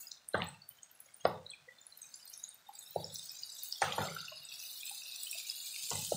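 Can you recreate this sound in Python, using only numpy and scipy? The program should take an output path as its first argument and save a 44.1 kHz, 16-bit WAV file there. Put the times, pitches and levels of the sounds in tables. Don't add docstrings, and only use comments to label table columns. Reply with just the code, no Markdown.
import sys
import numpy as np
from scipy import signal
from scipy.fft import rfft, irfft, next_fast_len
from scipy.io import wavfile
from scipy.ndimage import uniform_filter1d

SR = 44100
rng = np.random.default_rng(int(sys.argv[2]) if len(sys.argv) > 2 else 0)


def materialize(psi):
    bounded = np.clip(np.atleast_2d(psi).T, -1, 1)
    quanta = np.round(bounded * 32767).astype(np.int16)
    wavfile.write(sys.argv[1], SR, quanta)


N = 271656
FRAME, HOP = 768, 192
HELD_DOWN_DB = 23


def from_db(db):
    return 10 ** (np.asarray(db) / 20)


def rms_one(x):
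    return x / np.sqrt(np.mean(x ** 2) + 1e-20)


def resonances(x, modes):
    out = 0
    for k, (hz, width, db) in enumerate(modes):
        r = np.exp(-np.pi * width / SR)
        poles = [1, -2 * r * np.cos(2 * np.pi * hz / SR), r * r]
        out = out + (-1) ** k * from_db(db) * signal.lfilter([1 - r, 0, r - 1], poles, x)
    return out


# f/Hz, density level/dB
STEADY_SPECTRUM = [(24, -54.5), (50, -33), (100, -20), (159, -2.5), (256, -7), (412, -9.5), (697, -1.5),
                   (1090, -5.5), (1500, -1.5), (2800, -12.5), (4340, -12), (7930, -9), (12000, -19.5),
                   (15600, -12.5)]


def steady_gain(hz):
    corner_hz, corner_db = np.array(STEADY_SPECTRUM).T

    def shape(f):
        return from_db(np.interp(np.log(f + 1), np.log(corner_hz), corner_db))

    whole = np.sqrt(np.mean(shape(np.linspace(0, SR / 2, 4000)) ** 2))
    steady_db = -67.5
    return shape(hz) / whole * from_db(steady_db + HELD_DOWN_DB + 0.5)


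ECHO_PATHS = [.0113, .0149, .0191, .0237, .0293, .0371]


def kitchen(x):
    echo_db, t60_s = -17, 0.35
    size = next_fast_len(N + SR)
    turn = -2j * np.pi * np.fft.rfftfreq(size, 1 / SR)
    loops = [from_db(-60 * lag / t60_s) * np.exp(turn * lag) for lag in ECHO_PATHS]
    echoes = sum(g / (1 - g) for g in loops)
    return x + from_db(echo_db) * irfft(rfft(x, size) * echoes, size)[:N]


# t/s, fade/s, level/dB, f/Hz, width/Hz
SCRAPE_STROKE = (4, 0.47, -46.5, 1389, 277)


def scrape():
    s, fade, db, hz, width = SCRAPE_STROKE
    t = np.maximum(np.arange(N) / SR - s, 0)
    rub = rms_one(resonances(rng.standard_normal(N), [(hz, width, 0)]))
    return from_db(db) * rub * (t > 0) * np.exp(-(t / fade) ** 2)


# f/Hz, width/Hz, level/dB
ROOM_MODES = [(95.7, 8.3, 1.5), (151.8, 19, 2.5), (198, 46, -3.5)]
# f/Hz, width/Hz, level/dB
PAN_MODES = [(326, 58, -8), (520, 133, 1), (800, 146, 3), (1279, 500, -3), (1974, 270, -10)]
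# t/s, ring level/dB, thud over ring/dB, boom over ring/dB, hardness/dB per octave
KNOCKS_ON_PAN = [
    (0.343, -36, 15, -2, 1.64),
    (1.252, -36.5, 22.5, -6, -3),
    (2.96, -43, 22, -2.5, -5.5),
    (3.818, -35.5, 1, -7.5, 3.5),
    (3.981, -38.5, 3, -0.5, -2),
    (5.911, -43.5, -1, 1, -0.5),
    (6.12, -43, 24, 1.5, -2.1),
]


def knocks():
    out, t = np.zeros(N + SR), np.arange(SR // 2) / SR
    bright = signal.butter(2, [1500, 3800], "band", fs=SR, output="sos")
    for s, db, thud_db, boom_db, hardness in KNOCKS_ON_PAN:
        air = rng.standard_normal((3, len(t)))
        struck = [(f, width, level + hardness * np.log2(f / 500)) for f, width, level in PAN_MODES]
        thud_hz = 562 - 8 * hardness
        thud = np.sin(2 * np.pi * thud_hz * t) * np.exp(-((t - 0.0025) / 0.0016) ** 2)
        ring_decay = 5.9 * np.exp(-t / 0.0053) + from_db(-60 * t / 0.88)
        ring = rms_one(resonances(air[0], struck)) * ring_decay * (1 - np.exp(-t / 0.0044))
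        boom = rms_one(resonances(air[1], ROOM_MODES)) * from_db(-60 * t / 0.61) * (1 - np.exp(-t / 0.004))
        clack_decay = np.exp(-t / 0.0013) + 0.28 * from_db(-60 * t / 1.0)
        clack = rms_one(signal.sosfilt(bright, air[2])) * clack_decay
        clack_db = -4.5 + 2.6 * hardness
        blow = 1.05 * from_db(thud_db) * thud + ring + from_db(boom_db) * boom + from_db(clack_db) * clack
        i = round(s * SR)
        out[i:i + len(t)] += from_db(db) * blow
    return out[:N]


# t/s, level/dB, treble/dB
FRYING_VIGOUR = [(0.0, 6.5, 1), (0.199, -5.5, 0.5), (0.439, 0, -4), (0.66, -6.5, 2), (1.101, -1, -1.5),
                 (1.6, -6, 0), (2.1, 2.5, 1), (2.42, 2.5, 0.5), (2.64, -2.5, 0), (2.86, 3.5, 1),
                 (3.3, 5.5, -1.5), (3.701, 5.5, -0.5), (4.05, 5.5, 0), (4.38, 3.5, -1.5), (4.62, 5.5, 1.5),
                 (5.1, 5, 0), (5.3, 6, 0), (6.16, 8.5, -1)]


def vigour(s, column=1):
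    rows = np.array(FRYING_VIGOUR)
    return np.interp(s, rows[:, 0], rows[:, column])


def crackle(per_s, spread_db):
    sizes = from_db(spread_db * np.minimum(rng.exponential(1, N), 5.0)) * rng.choice([-1, 1], N)
    return rms_one(sizes * (rng.random(N) < per_s / SR))


def bubbles(per_s, cycles):
    born = crackle(per_s, spread_db=3.0)
    dealt = rng.integers(0, 24, N)
    total = 0
    for k, hz in enumerate(np.geomspace(2200, 15000, 24)):
        excitation = born * (dealt == k) + 1e-18
        total = total + resonances(excitation, [(hz, hz / cycles, 0)]) / np.sqrt(hz)
    return rms_one(total)


FIZZ_REGIONS = [1610, 3640, 7260, 12140]
# lift/dB, share of the vigour, warming/dB per s
FIZZ_RESPONSE = [(0, 0.089, 0), (2.5, 0.18, 0.76), (0.29, .9, -0.03), (0.55, 0.94, -0.0038)]
# f/Hz, width/Hz, share of the vigour added
BOWL_MODES = [(2546, 330, 0.4), (3220, 260, -0.16), (3756, 100, 0.18), (4980, 210, 0.14),
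              (5360, 400, -0.27), (5825, 43, -0.44), (8500, 860, 0.034)]


def sizzle(click_share):
    clicks = crackle(1200, spread_db=3.0)
    clicks = signal.sosfilt(signal.butter(1, 1200, "high", fs=SR, output="sos"), clicks)
    hiss = np.sqrt(1 - click_share) * rng.standard_normal(N)
    flat = hiss + np.sqrt(click_share) * clicks + from_db(-9.0) * bubbles(1600, cycles=6.0)
    hz, s, spec = signal.stft(flat, SR, nperseg=FRAME, noverlap=FRAME - HOP)
    bowl = 1 + sum(share * np.exp(-((hz - centre) / width) ** 2) for centre, width, share in BOWL_MODES)
    lift = np.array([db + follows * vigour(s) + warming * s for db, follows, warming in FIZZ_RESPONSE])
    lift[-1] += vigour(s, column=-1)
    weights = np.array([np.interp(hz, FIZZ_REGIONS, row) for row in np.eye(4)])
    lifted = spec * from_db(bowl[:, None] * (weights.T @ lift))
    return signal.istft(lifted, SR, nperseg=FRAME, noverlap=FRAME - HOP)[1][:N]


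def spatter():
    count, follows = 140, 2.2
    s = np.arange(N) / SR
    share = np.cumsum(from_db(follows * vigour(s)))
    when, size, pitch, broad = rng.random((count, 4)).T
    t = np.interp(when, share / share[-1], s)
    hz = 3500 + (15510 - 3500) * pitch
    spread_hz = 79 * (900 / 79) ** broad
    return list(zip(t, 16.5 + 3 * size, hz, spread_hz))


# t/s, level over sizzle/dB, f/Hz, spread/Hz
BROAD_POPS = [(0.117, 22, 5570, 3310), (0.288, 24.5, 10100, 3040), (2.909, 17.5, 13930, 2600),
              (0.42, 31, 3160, 890), (0.69, 18.5, 10300, 2600), (0.691, 20.5, 14000, 2200),
              (0.832, 18.5, 7330, 1820), (0.915, 16.5, 13750, 1980), (1.004, 17, 11400, 2160),
              (1.005, 17.5, 15100, 1410), (1.144, 17.5, 9350, 1352), (1.253, 25, 2610, 4730),
              (1.975, 18.5, 12270, 3209), (2.019, 18.5, 7490, 2235), (2.142, 22.5, 5965, 2460),
              (2.3, 18.5, 12200, 3540), (2.338, 19, 5920, 1256), (2.377, 19, 10250, 1695),
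              (2.491, 19, 9760, 2530), (2.79, 19, 7500, 1500), (2.795, 18.5, 12670, 2967),
              (3.143, 19, 12790, 5290), (3.158, 21, 4970, 2290), (3.634, 26.5, 13800, 5150),
              (3.725, 30, 5010, 880), (3.819, 23.5, 6840, 4900), (3.964, 18.5, 10700, 3160),
              (5.234, 22.5, 11770, 7350), (5.313, 23, 11570, 7500), (5.905, 24.5, 6314, 2400)]
# t/s, level over sizzle/dB, f/Hz
SINGLE_POPS = [(0.042, 20, 3350), (0.07, 23, 4840), (0.336, 26.5, 3925), (0.471, 19.5, 7820),
               (0.487, 18.5, 8270), (0.62, 19, 4500), (0.973, 18, 10300), (1.211, 20, 6470),
               (1.276, 20, 14300), (1.465, 25, 3940), (1.5, 25.5, 4060), (1.505, 22, 8150),
               (1.536, 21, 2430), (1.804, 18.5, 15000), (1.814, 22, 6980), (1.924, 23.5, 3956),
               (2.055, 20, 7560), (2.439, 27, 6810), (2.544, 19.5, 14040), (2.687, 17, 12940),
               (2.981, 19.5, 4530), (3.044, 28, 5240), (3.294, 28.5, 5040), (3.434, 31, 4570),
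               (3.524, 18.5, 7400), (3.923, 33, 3190), (4.205, 25, 4488), (5.122, 26.5, 3840),
               (5.499, 33.5, 4980), (5.955, 31.5, 8060)]
# t/s, level over sizzle/dB, f/Hz
LOW_POPS = [(1.215, 18, 3230), (1.516, 23, 3330), (5.27, 27.5, 3030), (3.194, 24.5, 3635),
            (3.758, 24.5, 3435), (4.016, 27.5, 3500), (4.283, 27.5, 2760), (4.522, 21, 2670),
            (4.544, 13.5, 3650), (4.832, 22, 2425), (5.02, 22, 2630), (5.33, 27, 2580), (5.744, 20, 2716),
            (5.917, 24, 2930), (5.957, 21.5, 2035)]
# t/s, level over sizzle/dB, f/Hz
SKIMMER_TAPS = [(0.346, 30.5, 1490), (1.064, 20.5, 527), (1.253, 34.5, 1086), (1.68, 18, 492),
                (1.688, 19, 2027), (2.692, 22.5, 815), (2.692, 19.5, 1054), (3.824, 29.5, 2147),
                (4.086, 22.5, 2028), (4.166, 22.5, 1356), (4.321, 19.5, 635), (3.819, 36, 773),
                (3.981, 30, 920), (4.913, 19.5, 797), (5.353, 17.5, 660), (4.321, 17.5, 1078),
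                (0.404, 21, 2074)]


def pops(decay_s, offset_db):
    length = 600
    out, t = np.zeros(N + length), np.arange(length) / SR
    bursts = list(BROAD_POPS)
    bursts += [(s, db, hz, 440) for s, db, hz in SINGLE_POPS]
    bursts += [(s, db, hz, 170) for s, db, hz in LOW_POPS]
    bursts += [(s, db, hz, 0.15 * hz) for s, db, hz in SKIMMER_TAPS]
    bursts += spatter()
    chance = rng.random((len(bursts), 3, 16))
    for (s, db, hz, spread), (place, phase, size) in zip(bursts, chance):
        fade = decay_s * np.clip(350 / spread, 0.4, 1) + 1.67 / hz
        count = int(np.clip(spread / 450 + 1, 1, 16))
        pitch = hz + spread * ((np.arange(count) + 0.23 + 0.58 * place[:count]) / count - 0.5)
        tones = np.sin(2 * np.pi * pitch[:, None] * t + phase[:count, None])
        rings = (from_db(4.71 * (size[:count, None] - 1.5)) * tones).sum(0)
        envelope = (1 - np.exp(-t / 0.00025)) * np.exp(-t / fade) * decay_s / fade
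        i = round(s * SR)
        out[i:i + length] += from_db(db + offset_db) * rings * envelope
    return out[:N]


def oil():
    flat = sizzle(click_share=0.41) + kitchen(pops(decay_s=0.0017, offset_db=-5.0))
    size = next_fast_len(N)
    return irfft(rfft(flat, size) * steady_gain(np.fft.rfftfreq(size, 1 / SR)), size)[:N]


def scene():
    return (oil() + knocks() + scrape())[None]


def suppressor(x, open_db, slope, release_db_s, memory_db):
    hz, s, spec = signal.stft(x, SR, nperseg=FRAME, noverlap=FRAME - HOP)
    learnt = steady_gain(hz)[:, None] ** 2 * 1.5 / FRAME + 1e-12
    excess = uniform_filter1d(np.abs(spec) ** 2 / learnt, size=2, axis=0)
    over_db = 10 * np.log10(excess + 1e-9)
    held, now = np.zeros(spec.shape), np.zeros(len(hz))
    for k in range(len(s)):
        wanted = slope * (over_db[:, k] - open_db + memory_db * now / HELD_DOWN_DB)
        now = np.clip(np.maximum(wanted, now - release_db_s * HOP / SR), 0, HELD_DOWN_DB)
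        held[:, k] = now
    early = uniform_filter1d(held, size=3, axis=1, origin=-1)
    gated = spec * from_db(early - HELD_DOWN_DB)
    return signal.istft(gated, SR, nperseg=FRAME, noverlap=FRAME - HOP)[1][:N]


def roll_off(x):
    return signal.sosfilt(signal.butter(12, 16810, fs=SR, output="sos"), x)


def record(dry):
    clean = suppressor(dry[0], open_db=9.0, slope=3.466, release_db_s=149, memory_db=5.0)
    band_limit = signal.ellip(10, 0.5, 32, 15650, fs=SR, output="sos")
    clean = signal.sosfilt(band_limit, clean)
    return roll_off(clean[None])


dry = scene()
out = record(dry)
materialize(out)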